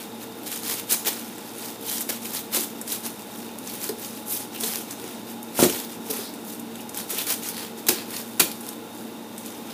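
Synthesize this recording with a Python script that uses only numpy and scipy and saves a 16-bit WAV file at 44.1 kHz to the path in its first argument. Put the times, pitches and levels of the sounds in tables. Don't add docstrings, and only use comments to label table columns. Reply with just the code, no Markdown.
import sys
import numpy as np
from scipy import signal
from scipy.fft import rfft, irfft
from scipy.io import wavfile
from scipy.ndimage import uniform_filter1d

SR = 44100
rng = np.random.default_rng(int(sys.argv[2]) if len(sys.argv) > 2 else 0)


def bounce(signal):
    frames = np.transpose(np.atleast_2d(signal))
    limited = np.clip(frames, -1, 1)
    pcm = np.round(limited * 32767).astype(np.int16)
    wavfile.write(sys.argv[1], SR, pcm)


N = 429093
TIME = np.arange(N) / SR


def from_db(db):
    return 10 ** (np.asarray(db) / 20)


def rms_one(x):
    return x / np.sqrt(np.mean(x ** 2) + 1e-20)


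def at_hz(points, hz):
    freq, value = np.transpose(points)
    return np.interp(np.log(hz + 1), np.log(freq), value)


def band(x, low, high):
    sos = signal.butter(2, [low, min(high, .45 * SR)], "band", fs=SR, output="sos")
    return signal.sosfilt(sos, x + 1e-18)


def drift(per_s):
    targets = rng.standard_normal(4000)
    return np.interp(TIME * per_s, np.arange(len(targets)), targets)


def ring(x, hz, fade_s):
    decay, turn = from_db(-60 / (fade_s * SR)), 2 * np.pi * hz / SR
    return signal.lfilter([0, np.sin(turn)], [1, -2 * decay * np.cos(turn), decay ** 2], x + 1e-18)


# pitch_hz, gain_db
AIR_COLOUR = [(25, -33), (45, -27), (70, -21.5), (100, -12.5), (150, -10.5), (205, 3), (300, 1), (450, -4),
              (680, -8), (880, -6), (1200, -15), (1900, -19), (8000, -25), (13500, -23.5)]
# pitch_hz, level_db, half_width_hz
FAN_NOTES = [(229, -50, 4.5), (292.5, -52, 4.2), (334, -52, 31), (457.4, -50.5, 8.5), (627, -68, 8.8),
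             (841.3, -53, 11), (1392, -58.5, 83), (2730, -60.5, 180), (3674, -55, 130)]
def fan():
    hz = np.fft.rfftfreq(N, 1 / SR)
    air = irfft(rfft(rng.standard_normal(N)) * from_db(at_hz(AIR_COLOUR, hz)), N)
    out = from_db(-39.5) * rms_one(air)
    for pitch_hz, level_db, half_width_hz in FAN_NOTES:
        peak = 1 / (1 + ((hz - pitch_hz) / half_width_hz) ** 2)
        noise = rng.standard_normal(len(hz)) + 1j * rng.standard_normal(len(hz))
        out += from_db(level_db) * rms_one(irfft(peak * noise, N))
    return out


# pitch_multiple, level_db
HUM_TONES = [(1, -59), (2, -46.5)]
def motor(hum_hz=114.8):
    phase = 2 * np.pi * hum_hz * TIME + 0.36 * drift(6)
    return sum(np.sqrt(2) * from_db(level_db + 1.7 * drift(4.9)) * np.sin(multiple * phase)
               for multiple, level_db in HUM_TONES)


def creases(per_s, spread_db, even_s):
    sizes = from_db(spread_db * np.minimum(rng.exponential(1, N), 5))
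    snaps = sizes * (rng.random(N) < per_s / SR)
    width = int(even_s * SR) + 1
    power = uniform_filter1d(uniform_filter1d(snaps ** 2, width), width)
    return snaps / np.sqrt(np.maximum(power, 1 / width))


# pitch_hz, gain_db
FOIL_COLOUR = [(200, 1), (400, -4.5), (800, -4.5), (1300, -5), (1800, -5), (2900, -2.5), (5000, -2.5),
               (8000, -2.5), (11000, 2), (13500, -3.5), (15500, 1)]
def foil(snaps, body_db, flicker_db, body_hz=4500):
    out, total_power = np.zeros(N), 0
    hits = np.flatnonzero(snaps)
    edges = np.r_[np.geomspace(220, 3000, 8, endpoint=False), np.geomspace(3000, 16500, 9)]
    for low, high in zip(edges, edges[1:]):
        hz, clicks = np.sqrt(low * high), np.zeros(N)
        flicker = rms_one(from_db(flicker_db * drift(260)[hits]))
        direction = np.sign(rng.random(N)[hits] - .5)
        body = from_db(body_db[hits] / (1 + (hz / body_hz) ** 4))
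        clicks[hits] = snaps[hits] * flicker * direction * body
        gain = from_db(at_hz(FOIL_COLOUR, hz))
        out += gain * band(clicks, low, high)
        total_power += gain ** 2 * 2 * (high - low) / SR
    return out / np.sqrt(total_power)


# peak_s, length_s, level_db, body_db
FINGER_SQUEEZES = [(0.0, 0.13, -40.5, 4), (0.225, 0.057, -40, 2.5), (0.537, 0.14, -32, -0.5),
                   (0.7, 0.13, -27.5, 0), (0.789, 0.044, -31, 0), (0.924, 0.057, -20, -2),
                   (1.077, .042, -21.5, 1), (1.154, 0.28, -39.5, 2), (1.436, 0.48, -46.5, 4),
                   (1.648, 0.18, -36, -0.5), (1.922, 0.15, -27.5, -3.5), (2.015, 0.035, -29, -7),
                   (2.133, .1, -35, 0.5), (2.263, 0.095, -34.5, -1), (2.358, 0.095, -29.5, -1),
                   (2.562, 0.064, -21.5, 0), (2.62, 0.055, -27.5, -5), (2.924, 0.088, -27, -4),
                   (3.06, 0.051, -30.5, -1), (3.197, 0.094, -44, -1), (3.385, 0.073, -46, 0),
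                   (3.728, 0.19, -37.5, 1.5), (3.85, 0.1, -31.5, -0.5), (4.042, 0.11, -35, -2),
                   (4.16, 0.14, -41.5, 1), (4.339, 0.12, -27.5, -7.5), (4.422, 0.074, -38, 2.5),
                   (4.562, 0.064, -37.5, 3), (4.646, 0.086, -27.5, -3), (4.715, 0.2, -30.5, -0.5),
                   (4.91, 0.068, -39, 4.5), (5.074, 0.24, -42.5, 4.5), (5.307, .065, -41, -1),
                   (5.622, 0.1, -20, -0.5), (5.742, 0.21, -31, 0.5), (5.926, 0.082, -40, 0.5),
                   (6.163, 0.21, -34.5, 1.5), (6.505, 0.13, -38.5, -6), (6.81, 0.055, -45.5, 0),
                   (6.99, 0.092, -33.5, 0.5), (7.118, 0.056, -28.5, -1), (7.192, 0.11, -28, 0),
                   (7.309, 0.076, -25, 0.5), (7.468, 0.09, -31, 0.5), (7.603, 0.16, -38, 6.5),
                   (7.79, 0.045, -40, -1), (7.964, 0.18, -40.5, 10.5), (8.164, 0.14, -33.5, 3),
                   (8.474, 0.46, -46, -7), (8.68, 0.096, -40, 1), (8.985, 0.12, -44, -4),
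                   (9.486, 0.26, -45, 2), (9.72, 0.11, -46.5, 14)]
def squeezing(grip_db=-53.5, grip_body_db=3.0, settle_db=-8, settle_s=.06):
    t = TIME[::64]
    wander_db = 4.5 * np.interp(t, TIME, drift(14))
    power = from_db(grip_db + wander_db) ** 2
    body = grip_body_db * power
    for peak_s, length_s, level_db, body_db in FINGER_SQUEEZES:
        swell = np.exp(-(2 * (t - peak_s) / length_s) ** 2)
        settle = from_db(settle_db) * np.exp(-np.abs(t - peak_s) / settle_s) * (t > peak_s)
        press = (from_db(level_db) * np.maximum(swell, settle)) ** 2
        power += press
        body += body_db * press
    return np.interp(TIME, t, 10 * np.log10(power)), np.interp(TIME, t, body / power)


def crumpling(flurry_share=.3):
    level_db, body_db = squeezing()
    activity = from_db(.5 * (level_db + 30.5) + 3 * drift(70))
    large = creases(380 * activity, spread_db=3.4, even_s=.04)
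    run = np.exp(-TIME[:256] / .0004)
    flurries = np.abs(signal.fftconvolve(large ** 2, run / run.sum())[:N])
    fine = creases(9000 * activity, spread_db=0.5, even_s=0.033)
    rustle = fine * np.sqrt(flurry_share * flurries + 1 - flurry_share)
    return foil(from_db(level_db) * rustle, body_db, flicker_db=3.2)


# start_s, level_db, length_s, body_db
FOLDS = [(0.461, -33.5, 0.02, 1), (0.921, -15, 0.011, -15), (1.058, -39, .006, 6), (2.090, -25, 0.018, 0.5),
         (2.527, -33, 0.013, 4), (5.626, -21.5, 0.015, 7.5), (6.1, -27.5, 0.016, -3),
         (7.104, -26, 0.0063, -9), (7.269, -25, 0.0055, 1), (7.302, -24, .006, -2), (7.8675, -24, .002, 1),
         (7.8854, -11.5, .009, -1), (8.396, -15.5, 0.0061, 6), (8.3986, -13, 0.0095, 0)]
def buckling():
    push, body = np.zeros(N), np.zeros(N)
    for start_s, level_db, length_s, body_db in FOLDS:
        start = round(start_s * SR)
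        age = TIME[:N - start]
        settle = from_db(-4.5) * np.exp(-age / 0.02)
        push[start:] += from_db(level_db) * np.where(age < length_s, 1, settle)
        body[start:] = body_db
    snaps = creases(7000, spread_db=2.0, even_s=.003)
    return foil(push * snaps, body, flicker_db=2.0)


# start_s, peak_db, pitch_hz
LONE_CREASES = [(0.7387, -14, 10100), (1.9815, -17, 6810), (2.008, -14, 10100), (2.814, -17.5, 10100),
                (2.877, -19, 14400), (3.586, -20.5, 9990), (3.674, -18.5, 6750), (3.8414, -15.5, 15100),
                (3.8908, -15, 4640), (4.9097, -19.5, 8350), (4.9983, -29, 3460), (5.4295, -24, 10600),
                (5.6973, -11, 3350), (6.3385, -26.5, 10000), (6.597, -24.5, 10900), (6.7555, -24.5, 3670),
                (6.893, -22, 9200), (6.9454, -20, 14100), (6.9727, -14.5, 10900), (7.001, -15, 13800),
                (7.3214, -12, 10500), (7.4876, -14, 11900), (7.568, -21, 4450), (8.165, -19, 5600),
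                (8.5155, -19, 4360), (8.609, -24.5, 10100), (8.666, -20, 12700), (8.6893, -19, 9550),
                (8.7311, -26, 3820), (9.38, -20.5, 9400), (9.4603, -20, 9290)]
def ticks():
    out, age = np.zeros(N), TIME[:2048]
    for start_s, peak_db, pitch_hz in LONE_CREASES:
        crack = rng.choice([-1, 1], len(age)) * np.exp(-age / 0.0012)
        small_snaps = rng.standard_normal(len(age)) * (rng.random(len(age)) < 7000 / SR)
        snap = crack + from_db(4.5) * small_snaps * np.exp(-age / 0.0054)
        note = band(snap, pitch_hz / 1.31, pitch_hz * 1.31)
        tick = note + band(snap, 4200, 14000) + from_db(-4) * band(snap, 1400, 4300)
        start = round(start_s * SR)
        out[start:start + len(age)] += from_db(peak_db) * tick / np.abs(tick).max()
    return out


# start_s, level_db, pitch_hz, fade_s
CUP_BUMPS = [(0.92, -25, 388, 0.036), (2.092, -20, 490, 0.024), (2.571, -21, 348, .08),
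             (3.894, -20.5, 418, 0.088), (4.63, -26.5, 426, 0.12), (5.039, -25, 323, 0.065),
             (5.086, -30, 337, 0.055), (6.095, -27, 428, 0.21), (6.19, -24.5, 400, .06),
             (7.132, -25, 410, 0.064), (7.8912, -11.5, 344, 0.073), (7.917, -23, 395, 0.068),
             (8.403, -14.5, 340, 0.038), (8.412, -27, 180, 0.09)]
def bumps():
    out, age = np.zeros(N), TIME[:SR // 4]
    rise = 1 - np.exp(-age / 0.00071)
    for start_s, level_db, pitch_hz, fade_s in CUP_BUMPS:
        hollow = np.sin(2 * np.pi * pitch_hz * age)
        scuff = from_db(-8.5) * rms_one(band(rng.standard_normal(len(age)), 220, 690))
        start = round(start_s * SR)
        out[start:start + len(age)] += from_db(level_db - 60 * age / fade_s) * (hollow + scuff) * rise
    return band(out, 95, 3000)


# peak_s, length_s, level_db, pitch_hz, width_hz
FOIL_RUBS = [(0.994, 0.031, -38, 6960, 300), (1.054, 0.011, -38, 7050, 400), (1.92, 0.21, -45, 3280, 700),
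             (4.318, 0.068, -31, 12500, 5000), (4.566, 0.034, -41.5, 2820, 500),
             (6.258, .09, -43, 4700, 1500), (6.799, 0.027, -46, 2730, 600),
             (7.191, 0.055, -34.5, 2970, 1100), (7.585, 0.18, -46.5, 4500, 700),
             (7.974, 0.14, -48, 4650, 800)]
def squeaks():
    out = np.zeros(N)
    for peak_s, length_s, level_db, pitch_hz, width_hz in FOIL_RUBS:
        noise = rng.standard_normal(SR // 2)
        note = rms_one(band(noise, pitch_hz - width_hz / 2, pitch_hz + width_hz / 2))
        middle = len(note) // 2
        swell = np.exp(-((TIME[:len(note)] - TIME[middle]) / (length_s / 2)) ** 2)
        start = round(peak_s * SR) - middle
        out[start:start + len(note)] += from_db(level_db) * swell * note
    return out


# pitch_hz, gain_db, fade_s
CUP_TONES = [(154, -11, 0.2), (210, -14, .1), (253, -1, 0.081), (359.5, -0.5, 0.17), (438, -1, 0.051),
             (566, 8.5, 0.031), (613, 2.5, 0.062), (690, 4, 0.055), (924, 11, 0.027), (1360, 7, 0.036)]
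# peak_s, push_db, contact_s
CUP_LANDINGS = [(5.5911, -20, 0.00023), (5.6, -10, 0.002), (5.612, -20, 0.0021), (5.627, -4.5, 0.0011),
                (5.638, -19, 0.0014), (5.651, -16, 0.00094), (5.6988, -20, 0.0035)]
def knock():
    force = np.zeros(N)
    for peak_s, push_db, contact_s in CUP_LANDINGS:
        push = np.exp(-((TIME - peak_s) / (contact_s / 2)) ** 2)
        force += from_db(push_db) * push / push.sum()
    cup = sum(from_db(gain_db) * ring(force, hz, fade_s) for hz, gain_db, fade_s in CUP_TONES)
    squash = signal.lfilter([1], [1, -np.exp(-1 / (0.0066 * SR))], force + 1e-18)
    thud = from_db(-8.5) * squash * rms_one(band(rng.standard_normal(N), 210, 670))
    return from_db(-5.5) * band(cup, 220, 5000) + band(thud, 70, 5000)


# pitch_hz, fade_s
ECHO_FADES = [(150, 0.4), (1000, 0.29), (4000, 0.32), (14000, 0.28)]
def bedroom(x, echo_db):
    age, tail = TIME[:SR // 2], 0
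    edges = np.geomspace(70, 18000, 9)
    for low, high in zip(edges, edges[1:]):
        fade_s = at_hz(ECHO_FADES, np.sqrt(low * high))
        tail += band(rng.standard_normal(len(age)), low, high) * from_db(-60 * age / fade_s)
    tail *= np.clip(age / 0.0039 - 1, 0, 1)
    return x + from_db(echo_db) * signal.fftconvolve(x, tail / np.linalg.norm(tail))[:N]


def scene():
    sheet = bedroom(crumpling() + buckling() + ticks() + squeaks(), echo_db=-9.0)
    cup = bedroom(bumps() + knock(), echo_db=-8.0)
    return np.tile(sheet + cup + fan() + motor(), (2, 1))


def record(dry):
    rounded = .9 * np.tanh(dry / .9)
    bass_cut = signal.butter(2, 40, "high", fs=SR, output="sos")
    treble_cut = signal.ellip(12, .2, 80, 15350, fs=SR, output="sos")
    return signal.sosfilt(treble_cut, signal.sosfilt(bass_cut, rounded))


dry = scene()
out = record(dry)
bounce(out)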